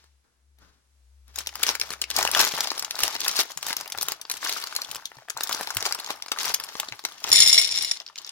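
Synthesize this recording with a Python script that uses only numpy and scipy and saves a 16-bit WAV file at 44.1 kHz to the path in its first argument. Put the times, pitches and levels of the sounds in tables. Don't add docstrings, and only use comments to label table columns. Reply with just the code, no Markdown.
import sys
import numpy as np
from scipy import signal
from scipy.fft import rfft, irfft, next_fast_len
from scipy.io import wavfile
from scipy.ndimage import uniform_filter1d, map_coordinates

SR = 44100
rng = np.random.default_rng(int(sys.argv[2]) if len(sys.argv) > 2 else 0)


def invert_db(level):
    return 10 ** (np.asarray(level, dtype=float) / 20)


def put_to_file(sound):
    columns = np.atleast_2d(sound).T
    safe = np.clip(columns, -1, 1)
    whole_steps = np.round(safe * 32767)
    wavfile.write(sys.argv[1], SR, whole_steps.astype(np.int16))


N = 366471
LIFT_S = 1.33
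TABLE_SIDE = invert_db([[2.5], [-2.5]])


def along(points, hz):
    f, v = np.transpose(points)
    return np.interp(np.log(hz + 1), np.log(f + 1), v)


def curve(rows, col=1, at=None):
    rows = np.asarray(rows)
    times = np.arange(N) / SR if at is None else at
    return np.interp(times, rows[:, 0], rows[:, col], -140, -140)


def wobble(rate):
    knots = rng.standard_normal(int(N * rate / SR) + 4)
    return map_coordinates(knots, [np.arange(N) * rate / SR])


def filtered(x, response):
    m = next_fast_len(N + SR // 2)
    return irfft(rfft(x, m) * response(np.fft.rfftfreq(m, 1 / SR)), m)[..., :N]


def hiss(spectrum, alike=0):
    a, b = rng.standard_normal((2, N))
    right = alike * np.roll(a, 4) + np.sqrt(1 - alike ** 2) * b
    x = filtered(np.array([a, right]), lambda hz: invert_db(along(spectrum, hz)))
    return x / x.std()


def swells(rows, col, roundness):
    rows, t = np.asarray(rows), np.arange(0, N + 64, 64) / SR
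    late = t - rows[:, :1]
    away = np.abs(late) / np.where(late < 0, rows[:, -2:-1], rows[:, -1:])
    level_db = rows[:, [col]] - 20 * away ** roundness
    return np.interp(np.arange(N) / SR, t, level_db.max(0).clip(-140))


def bursts(s, db, low_db, high_db, life, spectrum, ripple_db, spread, size=1024, hollow_db=0):
    lead = .002
    t, hz = np.arange(size) / SR - lead, np.fft.rfftfreq(size, 1 / SR)
    chance = rng.standard_normal((len(s), 3)).clip(-2, 2)
    late = t.clip(0) / (life * invert_db(2 * chance[:, :1]))
    decay = (invert_db(-60 * late) + 1.2 * invert_db(-300 * late)) * (1 - np.exp(-late / 0.029))
    ripple = uniform_filter1d(rng.standard_normal((len(s), len(hz))), 16, axis=1) * 4
    low, high = 1 / (1 + (hz / 2200) ** 4), 1 / (1 + (8000 / (hz + 1)) ** 6)
    colour = along(spectrum, hz) + ripple_db * ripple + np.outer(high_db, high)
    pocket_hz = 930 * invert_db(1.95 * chance[:, 1:2])
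    colour += hollow_db / (1 + ((hz - pocket_hz) / 220) ** 2)
    wave = rfft(decay * rng.standard_normal(decay.shape)) * invert_db(colour)
    rms = np.sqrt(np.mean(np.abs(wave) ** 2, 1))
    wave *= (invert_db(db) / rms)[:, None] * invert_db(np.outer(low_db, low))
    lag = 9e-5 + spread * chance[:, 1:2]
    pair = [wave * invert_db(1.12 * chance[:, 2:]), wave * np.exp(-2j * np.pi * hz * lag)]
    start = np.round((s - lead) * SR).astype(int)
    at = (start[:, None] + np.arange(size)).clip(0, N).ravel()
    return np.array([np.bincount(at, irfft(w).ravel(), N + 1)[:N] for w in pair])


def swarm(t0, t1, count, steep_db):
    u = rng.random((count, 2))
    return t0 + (t1 - t0) * u[:, 0], -steep_db * np.log(u[:, 1] + .01)


# (time [s], hum level [dB], rise [s], fall [s])
MOTOR_SWELLS = [
    (.12, -61, 0.18, 0.15),
    (.57, -59, 0.26, .27),
    (1.3, -52.5, 0.49, 0.47),
    (1.72, -60, 0.1, .4),
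    (2.24, -54, 0.56, 0.17),
]
# (frequency [Hz], level [dB per Hz])
AIR_SPECTRUM = [(25, -38), (89, -12), (108, -31), (416, -36), (2910, -40), (4800, -39), (6600, -39.5),
                (11000, -43), (16000, -63)]


def background():
    motor_hz = 66.6
    phase = 2 * np.pi * motor_hz * np.arange(N) / SR + 1.2 * wobble(9)
    hum = invert_db(swells(MOTOR_SWELLS, 1, roundness=2.4) + 1) * np.sin(phase) * TABLE_SIDE
    air = [(hz, db - 25 * (hz < 110)) for hz, db in AIR_SPECTRUM]
    return hum + invert_db(-73.5 + 1.3 * wobble(1.9)) * hiss(air)


# (frequency [Hz], time to fall 60 dB [s])
ROOM_DECAY = [(300, .2), (2000, .14), (12000, .07)]


def room(x):
    hz, t, z = signal.stft(rng.standard_normal((2, SR // 3)), SR, nperseg=256)
    dying = z * invert_db(-60 * t / along(ROOM_DECAY, hz)[:, None])
    tail = signal.istft(dying, SR, nperseg=256)[1]
    later = np.pad(x, ((0, 0), (130, 0)))
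    return signal.fftconvolve(later, tail / np.linalg.norm(tail[0]), axes=1)[:, :N]


# (time [s], crinkle level [dB], rattle level [dB], rise [s], fall [s])
SHIFTS = [
    (0, -58, -71, 0.14, 0.18),
    (.245, -71, -66, 0.019, 0.26),
    (.62, -54.5, -54, 0.045, 0.2),
    (1.28, -54.5, -61, 0.017, 0.93),
]
LIFT_GRIPS = [(1.388, -34.5, -41, 0.053, 0.077), (1.695, -26.5, -28.5, 0.15, 0.099),
              (1.82, -38.5, -34.5, 0.041, 0.25), (1.928, -29.5, -45, 0.03, 0.033),
              (2.184, -26, -24, 0.085, 0.22), (2.392, -15.5, -20.5, 0.087, 0.14),
              (2.597, -29, -30, 0.15, 0.34), (2.843, -53, -36, 0.51, 0.039), (3.044, -25, -29, 0.13, 0.22),
              (3.277, -27, -30.5, 0.15, 0.24), (3.4, -19, -41, 0.074, 0.042), (3.51, -38, -53, 0.12, 0.04),
              (3.699, -27, -30, 0.095, 0.062), (3.799, -34.5, -34, 0.078, 0.11),
              (4.109, -35.5, -35, 0.3, 0.097)]
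TEAR_GRIPS = [(4.36, -39, -43, 0.16, 0.18), (4.451, -29, -41, 0.083, 0.57), (4.6, -34, -50, 0.2, 0.43),
              (4.77, -44.5, -42, 1, 0.16), (4.96, -43, -38, 0.25, 0.088), (5.219, -73, -48.5, 0.21, 0.47),
              (5.534, -32.5, -34, 0.21, 0.4), (5.854, -34.5, -33.5, 0.27, 0.48),
              (6.105, -31.5, -35.5, 0.091, 0.06), (6.392, -28, -50.5, .015, 0.28),
              (6.488, -23.5, -26.5, 0.13, 0.057), (6.8, -39, -40.5, 0.79, 0.31),
              (7.101, -44, -47.5, 0.093, 1.5), (7.27, -29, -38.5, 0.058, 0.36),
              (7.96, -42, -73, 0.062, 0.14), (8.091, -47, -68, 0.062, 0.04), (8.18, -46, -51, 0.048, 3.9)]
# (time [s], peak level [dB], knock level [dB])
LIFT_SNAPS = [(1.3585, -22.5, -9), (1.387, -15, -23.5), (1.4712, -15, -8), (1.5549, -17.5, -6),
              (1.6309, -8.5, -12), (1.666, -13, -3), (1.69, -9.5, 1.5), (1.752, -16, -3),
              (1.798, -15.5, -9), (1.8138, -10, -4), (1.9044, -20, 0), (1.936, -24, 1), (2.0162, -10, -17),
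              (2.0203, -17, -6), (2.1023, -14, -16), (2.164, -7.5, -17), (2.227, -10, 0.5),
              (2.251, -11, 2.5), (2.3142, -9.5, -32), (2.3487, -6, -4.5), (2.373, -10, -11), (2.412, -9, 0),
              (2.4496, -11, -5), (2.778, -18.5, -7), (2.794, -11, -42), (2.8472, -14.5, -22),
              (2.9087, -13.5, -8.5)]
TURN_SNAPS = [(2.99, -12.5, -9), (3.034, -2.5, -13), (3.0793, -14, 0), (3.2046, -16, -34),
              (3.2802, -5, -18.5), (3.3664, -11.5, -22), (3.3907, -10, -1.5), (3.4119, -10.5, -8.5),
              (3.508, -41, -4.5), (3.574, -16, -14), (3.6277, -17, -10), (3.7668, -13, -10),
              (3.877, -25, -3.5), (3.8997, -26, -4), (3.921, -16, -12), (3.9853, -16, -6),
              (4.022, -16.5, -21), (4.084, -12, -4), (4.1198, -15.5, -2.5), (4.214, -20.5, -18),
              (4.2983, -15.5, -8), (4.3137, -10.5, -21.5), (4.4935, -10, -12.5), (4.7633, -9.5, -14),
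              (4.817, -15.5, -11.5)]
# (time [s], peak level [dB], knock level [dB], edge level [dB])
TEAR_SNAPS = [(4.913, -19.5, -9, 7), (4.957, -22.5, -1, 4), (5.0554, -15.5, -23, -7), (5.299, -18, -13, 8),
              (5.3738, -19.5, -1.5, 5.5), (5.4076, -14.5, -4.5, -5), (5.4338, -9.5, -41, 5.5),
              (5.4936, -16.5, 0, 7), (5.5269, -9.5, -25, -1), (5.7045, -15.5, -3.5, -4),
              (5.7689, -8.5, -3, 5), (5.8058, -19, -8, 3), (5.863, -12, -1.5, -6),
              (5.9238, -9.5, -17.5, -3), (6.2229, -18.5, -9, -6), (6.283, -27, -0.5, -8),
              (6.3174, -10.5, -3.5, -4), (6.3871, -14.5, -12, -12), (6.544, -6, -18.5, 3.5),
              (6.5994, -19, -1.5, 3), (6.6375, -21, -8, 8), (6.7992, -10.5, -2.5, 7.5),
              (6.9231, -22, -2, -12), (6.992, -26, -8, 0), (7.05, -10, -10.5, -8.5),
              (7.2411, -13, -8.5, -8.5)]
# (time [s], level [dB])
POUR = [
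    (7.325, -12.5),
    (7.413, -11),
    (7.521, -16),
    (7.592, -14.5),
    (7.691, -24.5),
    (7.775, -20.5),
    (7.865, -26),
    (7.924, -30.5),
    (7.97, -39),
]


def hands(col):
    pour_db = curve(POUR)
    still_db = [-28.5, -41][col - 1]
    shake_db = np.where(pour_db > -100, 0.45 * pour_db + still_db, -140)
    after = [(s + .005, db - 26, db + knock_db - 15, .005, 0.04)
             for s, db, knock_db, *_ in LIFT_SNAPS + TURN_SNAPS + TEAR_SNAPS]
    return np.maximum(swells(SHIFTS + LIFT_GRIPS + TEAR_GRIPS + after, col, roundness=1), shake_db)


# (time [s], peak level [dB], frequency [Hz])
BUMPS = [(3.027, -47.5, 63.6), (3.563, -54, 132), (3.965, -55, 89), (4.039, -56, 124), (4.892, -53, 121),
         (5.17, -54.5, 115), (5.347, -57, 114), (5.6, -53, 163), (5.763, -40.5, 90), (6.916, -52, 106),
         (7.305, -46, 97)]


def table():
    out, t = np.zeros((2, N + SR)), np.arange(SR // 5) / SR
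    sag = 0.31 * 0.018 * (1 - np.exp(-t / 0.018))
    for s, db, hz in BUMPS:
        thud = np.sin(2 * np.pi * hz * (t + sag)) * invert_db(db + 8.0 - 60 * t / 0.11)
        thud *= 1 - np.exp(-t / 0.0025)
        board = np.sin(2 * np.pi * hz * 2.38 * t) * invert_db(db + 2.5 - 60 * t / 0.034)
        bump = thud + board
        pair = [bump, np.roll(bump, round(rng.normal(0, 0.0015) * SR))]
        out[:, round(s * SR):][:, :len(t)] += pair * TABLE_SIDE
    force_db = np.maximum(hands(col=2), curve(POUR) - 11.5).clip(-68)
    resting = np.arange(N) < LIFT_S * SR
    lumps = invert_db(0.76 * force_db - 36.5 + 3.2 * resting + 3.6 * wobble(7.1))
    rumble = hiss([(20, -9.0), (60, 1.0), (200, -1.0), (400, -6.0), (900, -58)], 0.55)
    return out[:, :N] + lumps * rumble * TABLE_SIDE


# (time [s], peak level [dB], brightness [dB])
DROPS = [(7.3166, 1.5, -7), (7.3283, -2, 3), (7.349, -5, -4), (7.358, -3, 3.5), (7.39, -4.5, -6),
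         (7.4034, -8, 6), (7.4213, 2.5, -10), (7.431, -3.5, 0.5), (7.452, -9, -3), (7.462, -8.5, 0),
         (7.4744, 0.5, -1), (7.4824, -4, -3), (7.494, -4, -11), (7.5285, -1, 0), (7.5443, 2.5, -8),
         (7.56, -14, -4), (7.578, 3.5, -10.5), (7.5842, 2.5, -6), (7.614, -1, -8.5), (7.636, -8, -8),
         (7.646, -6.5, -6.5), (7.665, -13.5, -19), (7.674, -11.5, -2.5), (7.6906, -7, -14),
         (7.7072, -11, -31), (7.7214, -8, -8), (7.7423, -10.5, -18), (7.7588, -8.5, -7), (7.769, -7.5, -8),
         (7.775, -5.5, -10), (7.787, -6, -8), (7.81, -14, -11), (7.8236, -7, 1.5), (7.8357, -9.5, -16),
         (7.8473, -5.5, -5), (7.9128, -4, -9.5), (7.9163, -10, -3.5)]
# (frequency [Hz], level [dB per Hz])
SHELL = [(200, -39.5), (1510, -39), (3940, -13), (4720, -15.5), (5450, -7.5), (6190, -23), (9380, -24),
         (15000, -61)]
# (frequency [Hz], width [Hz], level [dB])
PLATE_MODES = [(467, 5.8, -27.5), (668, 18, -25.5),
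               (1878, 37, -16.5), (2150, 58, -10.5), (2400, 21, -17), (2844, 19, -12), (3170, 34, -16),
         (3542, 126, -7.5), (3994, 88, -13.5), (5200, 68, -1.5), (5483, 99, 0), (5570, 42, -13.5),
         (7010, 48, -0.5), (7820, 43, -12.5), (8450, 37, -25), (9190, 45, -7.5), (9400, 27, -8),
         (9650, 30, -11), (10200, 19, -17), (10460, 112, -26), (12090, 38, -15.5), (12600, 82, -18),
         (14100, 44, -34), (15300, 54, -24)]
# (frequency [Hz], left minus right [dB])
PLATE_LEAN = [(660, -4), (2130, 8), (3520, -11), (4000, 13), (5450, -1.5), (7050, 6.5), (7820, -4),
              (9330, 7), (12600, -1)]


def candies():
    s, db, bright_db = np.transpose(DROPS)
    roll_s, roll_db = swarm(POUR[0][0], POUR[-1][0], count=330, steep_db=3.0)
    s, db = np.r_[s, roll_s], np.r_[db, roll_db + curve(POUR, 1, roll_s) - 1]
    bright_db = np.r_[bright_db + 6, 0 * roll_s - 1.5]
    landed = np.arange(len(s)) < len(DROPS)
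    clicks = bursts(s, db + 8.0 - 5 * landed, 0 * s - 6, bright_db - 19, 0.016, SHELL,
                    ripple_db=-0.5, spread=6e-5)

    piled_s, piled_hz = 7.63, 6500
    alike = 0.46
    first = int(s.min() * SR)
    ring, at = np.zeros((2, N - first)), (s * SR).astype(int) - first
    for hz, width, mode_db in PLATE_MODES:
        lean_db = along(PLATE_LEAN, hz) / 2
        loss = np.pi * .8 * min(width, 55) / SR
        heaped_loss = loss * (1.93 if hz < piled_hz else 1.9)
        rise = 1.012 if hz < piled_hz * 1.25 else 1
        for side in (-1, 0, 1):
            bare_w = 2 * np.pi * (hz + .45 * side * width) / SR
            strike_db = db + mode_db - 23.5 + bright_db * (hz > 6500) + 5.8 * (hz > 13000)
            strike_db = strike_db - 2 * abs(side) * (width < 50)
            strength = rng.choice([-1, 1], len(s)) * invert_db(3.73 * rng.standard_normal(len(s)))
            strength *= invert_db(strike_db) * np.sqrt(width / 40)
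            other = strength * (alike + np.sqrt(1 - alike ** 2) * rng.standard_normal(len(s)))
            bare = (s < piled_s, np.exp(-loss), bare_w)
            heaped = (s >= piled_s, np.exp(-heaped_loss), bare_w * rise)
            for part, r, w in (bare, heaped):
                blows = [np.bincount(at, v * part, N - first) for v in (strength, other)]
                mode = signal.lfilter([0, np.sin(w)], [1, -2 * r * np.cos(w), r * r], blows)
                ring[0] += mode[0] * invert_db(lean_db)
                ring[1] += np.roll(mode[1], round(np.pi / 2 / w)) * invert_db(-lean_db)
    ring = np.pad(ring, ((0, 0), (first, 0)))
    return clicks + filtered(ring, lambda hz: 1 / (1 + (420 / (hz + 1)) ** 6))


# (time [s], peak level [dB], knock level [dB])
FIRST_SNAPS = [
    (0.041, -49, 5),
    (0.5858, -50, -2),
    (1.28, -44, -46),
]
LAST_SNAPS = [
    (7.971, -23.5, -39),
    (8.001, -22.5, -23),
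    (8.064, -22.5, -28),
    (8.1578, -23.5, -21),
    (8.1843, -13.5, -70),
    (8.247, -22.5, -57),
    (8.275, -23.5, -64.5),
    (8.2921, -19, -51),
]
# (time [s], peak level [dB], knock level [dB], edge
# level [dB])
CREASES = [(1.407, -28.5, -0.5, -3), (1.4615, -29.5, -4, -7), (1.49, -29, -4, -6),
           (1.6346, -8, -11.5, -5), (1.917, -27, -9, -7), (2.04, -19.5, -8, -9),
           (2.112, -17.5, -14, -16), (2.1554, -30, -17, -16.0), (2.171, -20, -10, -11),
           (2.1865, -13, -9.5, -1), (2.2748, -11, -13, -3), (2.467, -18, -8, -9),
           (2.5384, -23.5, 2, -11), (2.581, -18, -12, 3), (2.6056, -9.5, -16, -2),
           (2.673, -17, -14, 3.5), (2.7034, -14, -23, -22), (2.7168, -24.5, 3.5, -4),
           (2.8244, -19.5, -9.5, -3), (2.9545, -23, -16, 0), (3.0036, -17, -3, 2.0),
           (3.1524, -19, -6, -19), (3.1634, -21, -5, -10.0), (3.215, -16.5, -13, -15),
           (3.313, -17, -24, 2), (3.356, -26, -12.0, -5), (3.402, -15.5, -25, 4),
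           (3.5176, -29, -17.0, -16), (3.666, -18, -8, 8), (3.6832, -21, -9.0, 13),
           (3.7288, -14.5, -12.5, 4), (3.81, -22.5, -6.5, 0), (3.9752, -24, -13, 6),
           (4.011, -16, -4.5, 8), (4.0284, -13.5, -6.5, 12.5), (4.2517, -31.5, -2, -35),
           (4.3388, -25, -6, -3), (4.372, -27.5, -20, 10), (4.447, -17, -8.0, 3),
           (4.525, -16, -36, -5),
           (4.535, -20, -22.0, -6.0), (4.639, -21.5, 2.5, 3), (4.671, -22, -12, -11),
                (4.751, -21, -22, 0), (4.8462, -25.5, -16, -11), (4.948, -23, -11, 0), (5.1684, -41, 1, -7),
                (5.302, -19.5, -7, 2), (5.4727, -19, -28, -6), (5.5114, -22.5, 1, -17),
                (5.547, -17, -8, -3), (5.61, -22, 3, 0.5), (5.629, -31, -17, -3.0),
                (5.6723, -19.5, -13, -3), (5.748, -22, -13, 23), (5.826, -16, -9, -1),
                (5.8538, -15.5, -6, -13), (5.9477, -17.5, -21, -3), (5.9884, -27.5, -5, -9.0),
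                (5.9981, -22, -11, 3.5), (6.045, -19, -30, -9), (6.0625, -22.5, -22, -17),
                (6.1049, -19, 2, -4), (6.261, -29, -5, -5), (6.326, -30.5, -20, -9.0),
                (6.431, -21.5, -24, 10), (6.5023, -20, -22, -7.0), (6.7533, -26.5, -5.0, -15),
                (6.8862, -23, -6.5, -20), (7.039, -31, 0, 0), (7.086, -32, -6, -20),
                (7.098, -43, -13.0, -14.0), (7.121, -34, -8, -8), (8.017, -34.5, -12, -23),
                (8.078, -30, -24, -25), (8.086, -36, -16, -25), (8.1672, -37, -19, -16.0),
                (8.1784, -28, -19, -4), (8.217, -37, -16.0, 4), (8.2655, -28.5, -34, -2),
           (2.336, -22, -1, -12),
    (2.395, -17.5, -16, 8),
    (4.6, -26.5, -11, 6),
    (4.613, -43, -18, -3),
    (4.964, -25, -19, -3),
    (6.5398, -12.5, -14, 6),
    (6.645, -29, -13, 6),
    (6.688, -28.5, -4, -11),
]
# (time [s], peak level [dB])
TAPS = [(5.023, -36), (5.117, -34), (5.156, -48), (5.185, -35.5), (5.285, -29), (6.373, -24.5),
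        (6.831, -24.5), (7.275, -27), (7.295, -37), (8.007, -36), (8.099, -39),
        (1.3811, -34.5), (1.5276, -39), (1.621, -27.5), (1.8957, -38), (2.287, -19), (2.3622, -16),
             (2.5763, -20), (2.8801, -34), (2.945, -29), (3.2631, -18), (3.3949, -24.5), (3.5025, -31),
             (3.8585, -28), (3.9485, -25.5), (4.4292, -23), (4.4624, -20), (4.5644, -24), (4.7261, -25.5),
             (4.7888, -29), (5.3676, -25), (5.4285, -35.5), (5.5723, -38), (5.6761, -27), (6.0745, -28),
             (6.0887, -28.5), (6.3622, -30), (7.2472, -23)]
# (frequency [Hz], level [dB per Hz])
FILM = [(88, -32), (150, -19), (454, -5.5), (491, -11.5), (950, -2), (2560, -3.5), (5360, -0.5), (6760, -6),
        (8220, -13), (11000, -12.5), (15600, -17.5)]
KNOCK = [(150, -30.5), (400, -15.5), (800, -4), (1500, -3), (2300, -10.5), (5000, -28.5)]


def bag():
    def flat_db(s):
        return -6 * (s < 2.15)[:, None]

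    pour_start = POUR[0][0]
    s, db, knock_db = np.transpose(FIRST_SNAPS + LIFT_SNAPS + TURN_SNAPS + LAST_SNAPS)
    edge_db = 3 * rng.standard_normal(len(s)) - 22 * (s > pour_start)
    s, db, knock_db, edge_db = np.c_[[s, db, knock_db, edge_db], np.transpose(TEAR_SNAPS)]
    snaps = bursts(s, db + 15.0, knock_db + 3.0, edge_db + 4.5, 0.017, FILM,
                   ripple_db=2.8, spread=5e-5, hollow_db=flat_db(s))

    s, db, knock_db, edge_db = np.transpose(CREASES)
    snaps += bursts(s, db + 16.5, knock_db + 5, edge_db + 3.5, 0.017, FILM,
                    ripple_db=3.0, spread=7e-5, size=512, hollow_db=flat_db(s))

    rattle_db = hands(col=2)
    crinkle_db = hands(col=1) + 2 * wobble(60)
    s, size_db = swarm(LIFT_S, N / SR, count=3000, steep_db=3)
    edge_db = 4 * rng.standard_normal(len(s)) - 12 * (s > pour_start)
    tick_db = size_db + 1.145 * crinkle_db[(s * SR).astype(int) - 1] + 18.5
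    ticks = bursts(s, tick_db, 0 * s - 8, edge_db, 0.012, FILM,
                   ripple_db=4, spread=0.000164, size=384, hollow_db=flat_db(s))

    s, size_db = swarm(LIFT_S, N / SR, count=1100, steep_db=3.0)
    small_db = size_db + rattle_db[(s * SR).astype(int) - 1] + 15 + flat_db(s)[:, 0] / 2
    tap_s, tap_db = np.transpose(TAPS)
    s, db = np.r_[tap_s, s], np.r_[tap_db + 16, small_db]
    knocks = bursts(s, db, 0 * s, 0 * s, 0.018, KNOCK,
                    ripple_db=4.0, spread=4e-5, hollow_db=6 + flat_db(s))

    resting = np.arange(N) / SR < LIFT_S
    dull = [(hz, db - 4 * (hz > 7500)) for hz, db in FILM]
    rustle = invert_db(crinkle_db - 7.5 + 2.2 * resting) * hiss(dull, 0.52)
    shuffle = hiss([(250, 4.5), (700, -5), (1600, 2.0), (2600, -20), (5000, -42)], 0.27)
    rustle += invert_db(rattle_db - 5.0) * resting * shuffle
    return snaps + ticks + knocks + rustle


# (frequency [Hz], left minus right [dB])
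LEAN = [(60, 7), (150, 1.5), (600, 5.5), (2380, 3.5), (5980, 3.5), (15000, 6)]


def scene():
    near = bag() + candies()
    near = near + invert_db(-12) * room(near)
    near = filtered(near, lambda hz: invert_db(along(LEAN, hz) * [[.5], [-.5]]))
    return near + table() + background()


def top_cut(x):
    return signal.sosfilt(signal.butter(12, 16980, fs=SR, output="sos"), x)


def record(dry):
    x = dry / (1 + np.abs(dry) ** 8) ** (1 / 8)
    x = filtered(x, lambda hz: (hz < 16900) * invert_db(-22 * (hz > 15900)))
    return top_cut(x)


dry = scene()
out = record(dry)
put_to_file(out)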